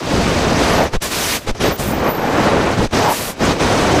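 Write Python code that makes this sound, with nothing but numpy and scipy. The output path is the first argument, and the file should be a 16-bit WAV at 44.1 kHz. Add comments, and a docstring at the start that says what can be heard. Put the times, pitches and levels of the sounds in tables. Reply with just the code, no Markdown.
"""Wind roars on a small camera as a skydiver turns in freefall.
Eddies (swirls of air) beat on the microphone port, its small opening, and drop away when it turns
out of the wind. Head-on, the flow becomes a bright jet hiss. The port howls hollowly,
an edge whistles thinly, and three pressure surges briefly choke the microphone."""
import sys
import numpy as np
from scipy import signal
from scipy.io import wavfile
from scipy.ndimage import uniform_filter1d

SR = 44100
rng = np.random.default_rng(int(sys.argv[2]) if len(sys.argv) > 2 else 0)


def persist_wave(psi):
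    """Save psi, clipped to +-1, as 16-bit WAV."""
    counts = np.round(np.clip(psi, -1, 1) * 32767).astype(np.int16)
    wavfile.write(sys.argv[1], SR, np.atleast_2d(counts).T)


N = 176400  # 4 seconds

# pressure surges that choke the microphone: time_s, level_db
PRESSURE_SURGES = [(0.968, -9.5), (1.512, -11.5), (2.874, -20)]
RECOVER_S = 0.0059  # sets how slowly the microphone recovers from one


def from_db(db):
    """Turn decibels into a gain to multiply by."""
    return 10 ** (np.asarray(db) / 20)


def rms_one(x):
    """Scale a signal so its average strength (rms) is 1."""
    return x / np.sqrt(np.mean(x ** 2) + 1e-20)


def in_time(rows):
    """Join a table's timed points with lines: one curve per value column."""
    times, *columns = np.transpose(rows)
    return [np.interp(np.arange(N) / SR, times, column) for column in columns]


def during(rows, fade_s=.01):
    """1 from a table's first time to its last, fading to 0 outside."""
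    start, end = rows[0][0], rows[-1][0]
    return np.interp(np.arange(N) / SR, [start - fade_s, start, end, end + fade_s], [0, 1, 1, 0])


def drift(rate_hz):
    """A smooth random wobble of size about 1; a higher rate moves faster."""
    pole = np.exp(-40 * np.pi * rate_hz / SR)
    noise = rng.standard_normal(N // 20 + 2002)  # one value per 20 samples
    slow = signal.lfilter([1], [1, -2 * pole, pole * pole], noise)[2000:]
    return np.interp(np.arange(N) / 20, np.arange(len(slow)), rms_one(slow))


def turbulence(colour, flicker_db, rate_hz, lift=lambda hz: 0):
    """Churning air: noise bands flicker separately, shaped in dB by colour and lift(hz)."""
    edges = np.geomspace(20, 17000, 29)
    colour_hz, colour_db = np.transpose(colour)
    white, out = rng.standard_normal((2, N)), 0
    for k, (low, high) in enumerate(zip(edges, edges[1:])):
        hz = np.sqrt(low * high)
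        band = signal.sosfilt(signal.butter(2, [low, high], "band", fs=SR, output="sos"), white[k % 2])
        band_db = np.interp(np.log(hz), np.log(colour_hz), colour_db)
        out = out + band * from_db(band_db + flicker_db * drift(rate_hz) + lift(hz))
    return rms_one(out)


def air_tone(rows, width_hz, waver_hz):
    """A narrow band of noise around a gliding, wavering pitch."""
    hz, db = in_time(rows)
    phase = 2 * np.pi * np.cumsum(hz + waver_hz * drift(39.3)) / SR
    swirl = drift(width_hz) + 1j * drift(width_hz)
    steadier = swirl / np.sqrt(np.abs(swirl))  # evens out the loudness
    return during(rows) * from_db(db) * rms_one(np.real(steadier * np.exp(1j * phase)))


def sputter(depth_db=6, rate_hz=110):
    """Gain of an air tone that keeps catching and breaking off."""
    return rms_one(from_db(depth_db * np.tanh(2 * drift(rate_hz))))


def edge_whistle():
    """Air whistles over an edge, at times breaking into fizz or locking into a clean tone."""
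    # thin whistles, one table each: time_s, pitch_hz, level_db
    glides = [
        [(.58, 8400, -53), (.73, 11300, -44), (.85, 12700, -48)],
        [(1.607, 10600, -40), (1.635, 11700, -47), (1.683, 13600, -33)],
        [(1.712, 12900, -39), (1.733, 14400, -35), (1.762, 14900, -37)],
        [(2.04, 13300, -50), (2.085, 12800, -40), (2.11, 13900, -36), (2.2, 12600, -52), (2.45, 12000, -53)],
        [(2.96, 12000, -50), (3.09, 13700, -46)],
        [(3.62, 8830, -43), (4, 10100, -57)],
    ]
    # the sputtering fizz: time_s, pitch_hz, level_db
    fizz_glide = [(1.79, 14900, -43), (1.91, 14400, -34), (2.02, 14200, -46)]
    # the clean tone: time_s, pitch_hz, level_db
    tone_glide = [(2.09, 13300, -41), (2.112, 14200, -30), (2.16, 13300, -40), (2.24, 12800, -52)]
    thin_gain = from_db(4.5) * np.sqrt(sputter())
    thin = thin_gain * sum(air_tone(rows, width_hz=490, waver_hz=176) for rows in glides)
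    fizz = sputter() * air_tone(fizz_glide, width_hz=1400, waver_hz=330)
    tone = from_db(4) * air_tone(tone_glide, width_hz=36, waver_hz=25.2)
    return thin + fizz + tone


def port_howl():
    """Air passing the port makes it howl hollowly."""
    # howls, one table each: time_s, pitch_hz, level_db
    glides = [
        [(.74, 615, -27), (.815, 725, -17), (.86, 760, -24)],
        [(1.61, 400.2, -25), (1.66, 457, -16), (1.728, 522, -28)],
        [(2.05, 1100, -20), (2.14, 914, -32), (2.25, 774, -21.5), (2.36, 702, -27)],
        [(2.99, 757, -21), (3.06, 880, -16.5), (3.125, 915, -17.5)],
    ]
    return sum(air_tone(rows, width_hz=173, waver_hz=20.7) for rows in glides)


def surges(build_s=0.014, lead_s=0.013):
    """Pressure builds, the microphone chokes, and its output swings below zero and creeps back."""
    t, out = np.arange(N) / SR, 0
    for time_s, db in PRESSURE_SURGES:
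        build = 0.43 * np.exp(-.5 * ((t - time_s + lead_s) / build_s) ** 2)
        age = np.maximum(t - time_s, 0) / RECOVER_S
        undershoot = age * np.exp(1 - age)
        out = out + from_db(db) * (build * np.exp(-age) - undershoot)
    return out


def choke(length_s=0.035, depth_db=-10.5):
    """Gain of the microphone: each surge turns the wind noise down for a moment."""
    t = np.arange(N) / SR
    shut = sum((t > time_s + RECOVER_S / 2) & (t < time_s + length_s) for time_s, _ in PRESSURE_SURGES)
    return from_db(depth_db * uniform_filter1d(shut * 1.0, size=128))


def lulls(close_s=0.035, open_s=0.018):
    """Gain of the wind: it drops as the port turns away, then catches again faster."""
    # sheltered moments: start_s, end_s, depth_db
    dips = [(0.884, 0.928, -16.5), (0.973, 1.015, -24), (1.074, 1.111, -7), (1.384, 1.471, -15),
            (1.517, 1.602, -14), (1.733, 1.789, -10.5), (2.752, 2.773, -6.5), (2.866, 2.927, -13.5),
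            (3.321, 3.398, -8.5), (3.534, 3.598, -8)]
    t, dip_db = np.arange(N) / SR, 0
    for start, end, db in dips:
        dip_db += db * np.clip(np.minimum((t - start) / close_s, (end - t) / open_s) + .5, 0, 1)
    return from_db(dip_db)


def buffets():
    """Large, slow eddies swell and pass, each a short, low thud of air."""
    # thuds: middle_s, length_s, level_db
    thuds = [(0.72, 0.051, -20.5), (1.549, 0.012, -23), (1.665, .06, -16), (2.817, 0.039, -14.5),
             (2.958, 0.04, -31)]
    # their deep sound: pitch_hz, level_db
    colour = [(30, 2), (90, -9), (300, 9), (500, 0), (1000, -21), (3000, -61)]
    t = np.arange(N) / SR
    swell = sum(from_db(db) * np.exp(-(2 * (t - middle) / length) ** 4) for middle, length, db in thuds)
    return swell * turbulence(colour, flicker_db=2, rate_hz=25)


def jet(level_db, fade_s=0.026, spit_db=5.5, spit_s=0.011, sag_db_per_s=4):
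    """Head-on air makes a hiss that spits, then sags; also returns how far it is on (0 to 1)."""
    # bursts of hiss: start_s, end_s, level_db, attack_s
    bursts = [(1.02, 1.46, -4.5, .003), (1.782, 1.926, -1, 0.028), (3.103, 3.34, 0.5, 0.042)]
    # their bright sound: pitch_hz, level_db
    colour = [(4000, 0.5), (7500, 4), (13000, 1), (15500, -5)]
    t = np.arange(N) / SR
    share, gain = 0, 0
    for start, end, db, attack_s in bursts:
        burst = np.clip(np.minimum((t - start) / attack_s, (end - t) / fade_s) + .5, 0, 1)
        age = np.maximum(t - start, 0)
        share += burst
        gain += burst * from_db(db + spit_db * np.exp(-age / spit_s) - sag_db_per_s * age)
    hiss = from_db(1.5 + level_db) * gain * turbulence(colour, flicker_db=1.1, rate_hz=6.2)
    return hiss, share


def rush(level_db, flutter):
    """Tiny swirls rush over the camera body, dipping as the roar flutters up."""
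    # the airy sound of the rush: pitch_hz, level_db
    colour = [(300, -2.5), (1200, 1.5), (2500, 1.5), (4000, -0.5), (5800, -2.5), (7500, -9), (10000, -17.5),
              (15000, -26.5)]
    return from_db(3.5 + level_db - 0.5 * flutter) * turbulence(colour, flicker_db=1.42, rate_hz=42)


def roar(level_db, flutter, mean_eddy_hz=478, bass_hz=228, loss_db_per_octave=11):
    """Eddies beat on the port, with less bass as they get smaller."""
    # eddy size as a pitch, higher for smaller eddies: time_s, pitch_hz
    eddy_pitch = [(.2, 340), (.82, 570), (.94, 440), (1.79, 463), (1.9, 310), (2.06, 680), (2.22, 690),
                  (2.72, 570), (2.81, 235), (2.95, 474), (3.11, 900), (3.2, 450), (4, 540)]
    # the low sound of the roar: pitch_hz, level_db
    colour = [(25, -6), (80, 1), (250, 1), (550, -1), (1000, -7), (2000, -15), (4000, -29), (8000, -55)]
    octaves_up = np.log2(in_time(eddy_pitch)[0] / mean_eddy_hz)

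    def bass_change_db(hz):
        """Eddy size mostly changes the low bands."""
        return -loss_db_per_octave * octaves_up / (1 + (hz / bass_hz) ** 2)
    eddies = turbulence(colour, flicker_db=1.0, rate_hz=52, lift=bass_change_db)
    return from_db(2 + level_db + 0.95 * flutter) * eddies


def scene():
    """All of the wind meets one port, so both channels are alike."""
    # airflow strength as the diver turns: time_s, roar_db, rush_db
    airflow = [(0, -28.5, -36.5), (.13, -18.5, -27), (.54, -17.5, -28), (.63, -16, -23.5),
               (.79, -12.5, -27), (.86, -20.5, -30), (.95, -18, -28.5), (1.02, -25, -23),
               (1.35, -28, -19.5), (1.49, -19, -28), (1.65, -17.5, -24), (1.72, -18, -30.5),
               (1.79, -23.5, -28), (1.95, -21.5, -36), (2.08, -14.5, -35.5), (2.13, -22, -41),
               (2.46, -11.5, -29), (2.55, -13.5, -33), (2.85, -20.5, -29), (2.95, -15.5, -24.5),
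               (3.1, -16, -27.5), (3.16, -27.5, -27), (3.3, -26, -29), (3.355, -30, -37),
               (3.43, -16, -25.5), (4, -14.5, -26.5)]
    roar_db, rush_db = in_time(airflow)
    flutter = drift(rate_hz=47)
    hiss, jet_share = jet(rush_db)
    rush_gain = 1 - 0.32 * jet_share  # the hiss replaces part of the rush
    wind = roar(roar_db, flutter) + rush_gain * rush(rush_db, flutter) + hiss + buffets()
    air = wind * lulls() * choke() + edge_whistle() + port_howl() + surges()
    return np.array([air, air])


def record(dry, ceiling=.9, cutoff_hz=15500):
    """Round off the loudest peaks and cut the highest treble."""
    rounded = dry / (1 + (dry / ceiling) ** 4) ** .25
    return signal.sosfiltfilt(signal.ellip(10, .05, 60, cutoff_hz, fs=SR, output="sos"), rounded)


dry = scene()
out = record(dry)
persist_wave(out)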